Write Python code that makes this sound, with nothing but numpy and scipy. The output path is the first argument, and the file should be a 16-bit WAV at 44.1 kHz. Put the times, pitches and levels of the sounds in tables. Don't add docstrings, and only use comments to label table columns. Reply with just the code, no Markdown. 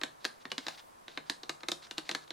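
import sys
import numpy as np
from scipy import signal
from scipy.fft import rfft, irfft, next_fast_len
from scipy.io import wavfile
from scipy.ndimage import uniform_filter1d

SR = 44100
rng = np.random.default_rng(int(sys.argv[2]) if len(sys.argv) > 2 else 0)


def master_out(mix):
    frames = np.transpose(np.atleast_2d(mix))
    ceiling = np.clip(frames, -1, 1)
    pcm = np.round(ceiling * 32767).astype(np.int16)
    wavfile.write(sys.argv[1], SR, pcm)


N = 102488

# start in seconds, thump in dB, thump pitch in Hz, card knock in dB,
# card crack in dB, spot pitch in Hz, spot ring in dB, nail click in dB, nail edge in dB.
TAP_EVENTS = [ (0.0136, -51, 330, -46, -44.5, 1890, -58, -44.5, -50.5),
              (0.0343, -43.5, 292, -41.5, -36, 1600, -46.5, -34, -42),
              (0.245, -55, 321, -45.5, -47.5, 2040, -49, -44.5, -47),
              (0.2511, -45.5, 320, -42.5, -40, 1650, -37.5, -34, -39),
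              (0.4536, -48.5, 248, -47, -52.5, 1830, -48, -49.5, -58.5),
              (0.5172, -63, 370, -43, -43.5, 2920, -35.5, -39.5, -43.5),
              (0.5804, -42, 266, -44.5, -41.5, 2570, -42.5, -37, -42),
              (0.6665, -46.5, 313, -45.5, -45, 1640, -43, -40, -48),
              (.683, -58, 318, -47.5, -41.5, 810, -43.5, -40, -44),
              (1.0812, -54, 350, -53, -50.5, 1700, -55, -47.5, -60.5),
              (1.1745, -47, 286, -42.5, -41, 2110, -50, -40.5, -52.5),
              (1.298, -44.5, 294, -42, -43, 1770, -38, -33.5, -38),
              (1.433, -51.5, 340, -52.5, -56, 2750, -54.5, -46, -52.5),
              (1.4942, -44, 341, -40.5, -39.5, 2090, -46.5, -38, -40.5),
              (1.6331, -51.5, 339, -48, -48.5, 2140, -52.5, -48.5, -56.5),
              (1.6852, -39, 354, -39.5, -41, 2110, -39.5, -34.5, -38),
              (1.717, -41, 332, -41.5, -45, 3360, -39, -31, -38),
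              (1.9105, -53.5, 334, -50.5, -49, 2830, -48, -43.5, -47.5),
              (1.981, -42, 321, -43.5, -44, 2770, -46, -35, -41),
              (2.0918, -49, 295, -42, -38.5, 2130, -42.5, -36.5, -43),
              (2.113, -46, 338, -45.5, -44.5, 2740, -45, -38, -43),
              (2.149, -47.5, 282, -41, -39, 1694, -38.5, -36, -41),
              (2.3057, -50.5, 340, -49.5, -49, 2220, -51, -41, -50)]
# frequency in Hz, gain in dB.
CLICK_SPECTRUM = [(2100, -25), (2800, -6), (3300, -4), (3750, 3), (4150, 1), (4650, -10), (9000, -42.5)]
EDGE_SPECTRUM = [(3000, -47), (4500, 2.5), (5400, 0.5), (7200, -2.5), (8200, -10.5), (9500, -13.5),
                 (13500, -14.5), (16000, -59)]
# frequency in Hz, gain in dB.
CRACK_SPECTRUM = [(1380, -29), (1530, 1), (2150, -3), (2750, -5), (4000, -28)]
KNOCK_SPECTRUM = [(200, -23), (430, -9), (510, 1), (590, -6.5), (720, -1), (860, -3), (1000, 0), (1270, -1),
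                  (1420, -4.5), (2500, -33.5)]
# frequency in Hz, level in dB re the tap's knock, T60 in seconds,
# antiphase share from 0 to 1.
BOX_MODES = [(151.3, -15.5, 0.41, 0.34), (221.2, -13.5, 0.092, 0), (376.4, -10, 0.098, 0.16),
             (467, -12, 0.099, 0.74), (639.5, -12, 0.041, 0.38), (1247, -16, 0.062, 0)]
# start in seconds, length in seconds, level in dB.
LIGHT_CONTACTS = [(0.193, 0.06, -64), (0.4, .035, -63), (0.5, 0.0092, -55), (.612, 0.08, -58),
                  (0.682, 0.085, -55), (0.77, 0.039, -52), (1.072, 0.11, -60.5), (1.253, 0.051, -60.5),
                  (1.6054, 0.0044, -48.5), (1.81, 0.061, -55), (1.866, 0.0079, -49), (1.973, .009, -54),
                  (2.045, 0.052, -55.5), (2.204, 0.047, -60), (2.2765, 0.0056, -50.5)]
# frequency in Hz, gain in dB.
LIGHT_CONTACT_SPECTRUM = [(200, -42), (800, 4), (1700, 5.5), (2900, 4.5), (3900, 10), (4900, 5.5),
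                          (7500, -6), (16000, -31)]
# frequency in Hz, T60 in seconds.
ROOM_DECAY = [(150, 0.36), (4000, 0.23), (15000, 0.33)]
# frequency in Hz, gain in dB.
ROOM_SPECTRUM = [(100, -5.5), (420, -6), (600, 1), (2000, -2.5), (4000, -1.5), (6500, -1), (9500, 6.5),
                 (15000, -10)]
FLOOR_SPECTRUM = [(20, -8.5), (140, -6.5), (1100, -5.5), (2600, -15.5), (11000, -22), (16000, -32)]
# frequency in Hz, side gain in dB.
STEREO_WIDTH = [(100, -13), (300, -3), (500, -1.5), (1000, 3), (2000, -8.5), (9000, -9.5)]

LEAD_S, CLICK_LAG_S = 0.0012, 0.0005
NAIL_RISE_S, CARD_RISE_S = 0.0003, 0.00027
TAP_SAMPLES = 8192
TAP_TIME_S = np.arange(TAP_SAMPLES) / SR
BIN_HZ = np.fft.rfftfreq(TAP_SAMPLES, 1 / SR)


def taps(low_cut_hz=135):
    out = np.zeros((2, N))
    for start_s, thump_db, thump_hz, knock_db, crack_db, spot_hz, spot_db, click_db, edge_db in TAP_EVENTS:
        add(out, start_s - LEAD_S + CLICK_LAG_S, nail_click(click_db))
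        add(out, start_s - LEAD_S, nail_edge(edge_db) + card_knock(crack_db, knock_db))
        thump = amp(thump_db) * mode(thump_hz, t60_s=0.036, attack_s=0.0054)
        ring = amp(knock_db) * box_ring(scatter_db=2.5)
        spot = amp(spot_db) * mode(spot_hz, t60_s=0.011, attack_s=NAIL_RISE_S)
        add(out, start_s, thump + ring + spot)
    return signal.lfilter(*signal.butter(4, low_cut_hz, 'highpass', fs=SR), out)


def nail_click(level_db):
    gain = amp(along(CLICK_SPECTRUM, BIN_HZ))
    return amp(level_db) * burst(gain, NAIL_RISE_S, t60_s=0.009, side_db=-6.5)


def nail_edge(level_db):
    corner_hz = 49000 * amp(0.29 * level_db)
    gain = amp(along(EDGE_SPECTRUM, BIN_HZ)) / (1 + (BIN_HZ / corner_hz) ** 2)
    return amp(level_db) * burst(gain, NAIL_RISE_S, t60_s=0.017, side_db=-3)


def card_knock(crack_db, knock_db):
    crack_gain = amp(along(CRACK_SPECTRUM, BIN_HZ)) / (1 + (BIN_HZ / 5000) ** 4)
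    knock_gain = amp(along(KNOCK_SPECTRUM, BIN_HZ)) / (1 + (BIN_HZ / 3000) ** 4)
    crack = amp(crack_db) * burst(crack_gain, CARD_RISE_S, t60_s=0.026, side_db=-4)
    knock = amp(knock_db - 1) * burst(knock_gain, CARD_RISE_S, t60_s=0.034, side_db=-22)
    return crack + knock


def box_ring(scatter_db):
    ring = np.zeros((2, TAP_SAMPLES))
    for hz, db, t60_s, antiphase in BOX_MODES:
        wave = signal.hilbert(mode(hz, t60_s, attack_s=0.0043))
        wave *= amp(db + scatter_db * rng.standard_normal())
        ring += stereo([np.sqrt(1 - antiphase) * wave.real, np.sqrt(antiphase) * wave.imag], 0)
    return ring


def burst(gain, rise_s, t60_s, side_db):
    cepstrum = irfft(np.log(np.maximum(gain, 1e-4)))
    cepstrum[1:TAP_SAMPLES // 2] *= 2
    cepstrum[TAP_SAMPLES // 2 + 1:] = 0
    t = TAP_TIME_S - LEAD_S
    envelope = fade(np.maximum(t, 0), t60_s) * np.exp(np.minimum(t, 0) / rise_s)
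    force = rfft(rng.standard_normal((2, TAP_SAMPLES)) * envelope)
    force /= np.sqrt(np.abs(force) + 1e-9)
    pair = irfft(force * np.exp(rfft(cepstrum))) * (TAP_TIME_S < TAP_TIME_S[-1] / 2)
    return stereo([unit_energy(x) for x in pair], side_db)


def mode(hz, t60_s, attack_s):
    wave = np.sin(2 * np.pi * (hz * TAP_TIME_S + rng.random()))
    return unit_energy(wave * fade(TAP_TIME_S, t60_s) * (1 - np.exp(-TAP_TIME_S / attack_s)))


def slides_and_faint_taps(roughness=0.42):
    pressure = np.zeros(N)
    for start_s, length_s, db in LIGHT_CONTACTS:
        add(pressure, start_s, amp(db) * signal.windows.tukey(round(length_s * SR), 0.5))
    slips = np.exp(roughness * unit_rms(uniform_filter1d(rng.standard_normal(N), size=50)))
    contact = colour(rng.standard_normal((2, N)) * slips, LIGHT_CONTACT_SPECTRUM)
    return pressure * stereo(unit_rms(contact), side_db=-5)


def hand_rub(start_s=0.57, length_s=0.39, level_db=-68, low_cut_hz=9000):
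    out = np.zeros((2, N))
    noise = rng.standard_normal((2, round(length_s * SR)))
    hiss = signal.lfilter(*signal.butter(2, low_cut_hz, 'highpass', fs=SR), noise)
    add(out, start_s, amp(level_db) * unit_rms(hiss) * signal.windows.tukey(hiss.shape[1], 0.5))
    return out


def room(source, near_db=-10, tail_db=-9.5, near_delay_s=0.003, tail_rise_s=0.011):
    out = np.zeros((2, N))
    t = np.arange(SR // 2) / SR
    cuts = [0] + [round(tap[0] * SR) for tap in TAP_EVENTS[1:]] + [N]
    for start, end in zip(cuts, cuts[1:]):
        hz, frame_s, spectra = signal.stft(rng.standard_normal((2, len(t))), SR, nperseg=256)
        spectra *= fade(frame_s, along(ROOM_DECAY, hz)[:, None])
        tail = signal.istft(spectra, SR, nperseg=256)[1][:, :len(t)]
        tail *= np.clip(t / tail_rise_s, 0, 1)
        near = rng.standard_normal((2, len(t))) * fade(t, t60_s=0.057) * (t > near_delay_s)
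        response = amp(tail_db) * stereo(tail / np.linalg.norm(tail[0]), side_db=1.5)
        response += amp(near_db) * stereo(near / np.linalg.norm(near[0]), side_db=3)
        add(out, start / SR, signal.fftconvolve(source[None, start:end], response, axes=1))
    return colour(out, ROOM_SPECTRUM)


def room_tone(mid_db=-63):
    noise = colour(rng.standard_normal((2, N)), FLOOR_SPECTRUM)
    return amp(mid_db) * stereo(unit_rms(noise), side_db=7)


def amp(db):
    return 10 ** (np.asarray(db) / 20)


def unit_rms(x):
    return x / np.sqrt(np.mean(x ** 2) + 1e-20)


def unit_energy(x, hold_s=0.01):
    return x * np.sqrt(hold_s * SR / (np.sum(x ** 2) + 1e-20))


def along(points, hz):
    point_hz, values = np.transpose(points)
    return np.interp(np.log(hz + 1), np.log(point_hz + 1), values)


def fade(t, t60_s):
    return np.exp(-np.log(1000) * t / t60_s)


def colour(x, points):
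    size = next_fast_len(x.shape[-1] + TAP_SAMPLES)
    gain = amp(along(points, np.fft.rfftfreq(size, 1 / SR)))
    return irfft(rfft(x, size) * gain, size)[..., :x.shape[-1]]


def stereo(pair, side_db):
    side = amp(side_db) * pair[1]
    return np.array([pair[0] + side, pair[0] - side])


def add(out, start_s, x):
    part = out[..., max(round(start_s * SR), 0):][..., :x.shape[-1]]
    part += x[..., :part.shape[-1]]


def scene():
    box = taps() + slides_and_faint_taps() + hand_rub()
    left, right = box + room(box.mean(0)) + room_tone()
    return stereo([(left + right) / 2, colour((left - right) / 2, STEREO_WIDTH)], 0)


def record(dry, top_hz=16000):
    size = next_fast_len(N + TAP_SAMPLES)
    hz = np.fft.rfftfreq(size, 1 / SR)
    return irfft(rfft(dry, size) / (1 + (hz / top_hz) ** 120), size)[:, :N]


dry = scene()
out = record(dry)
master_out(out)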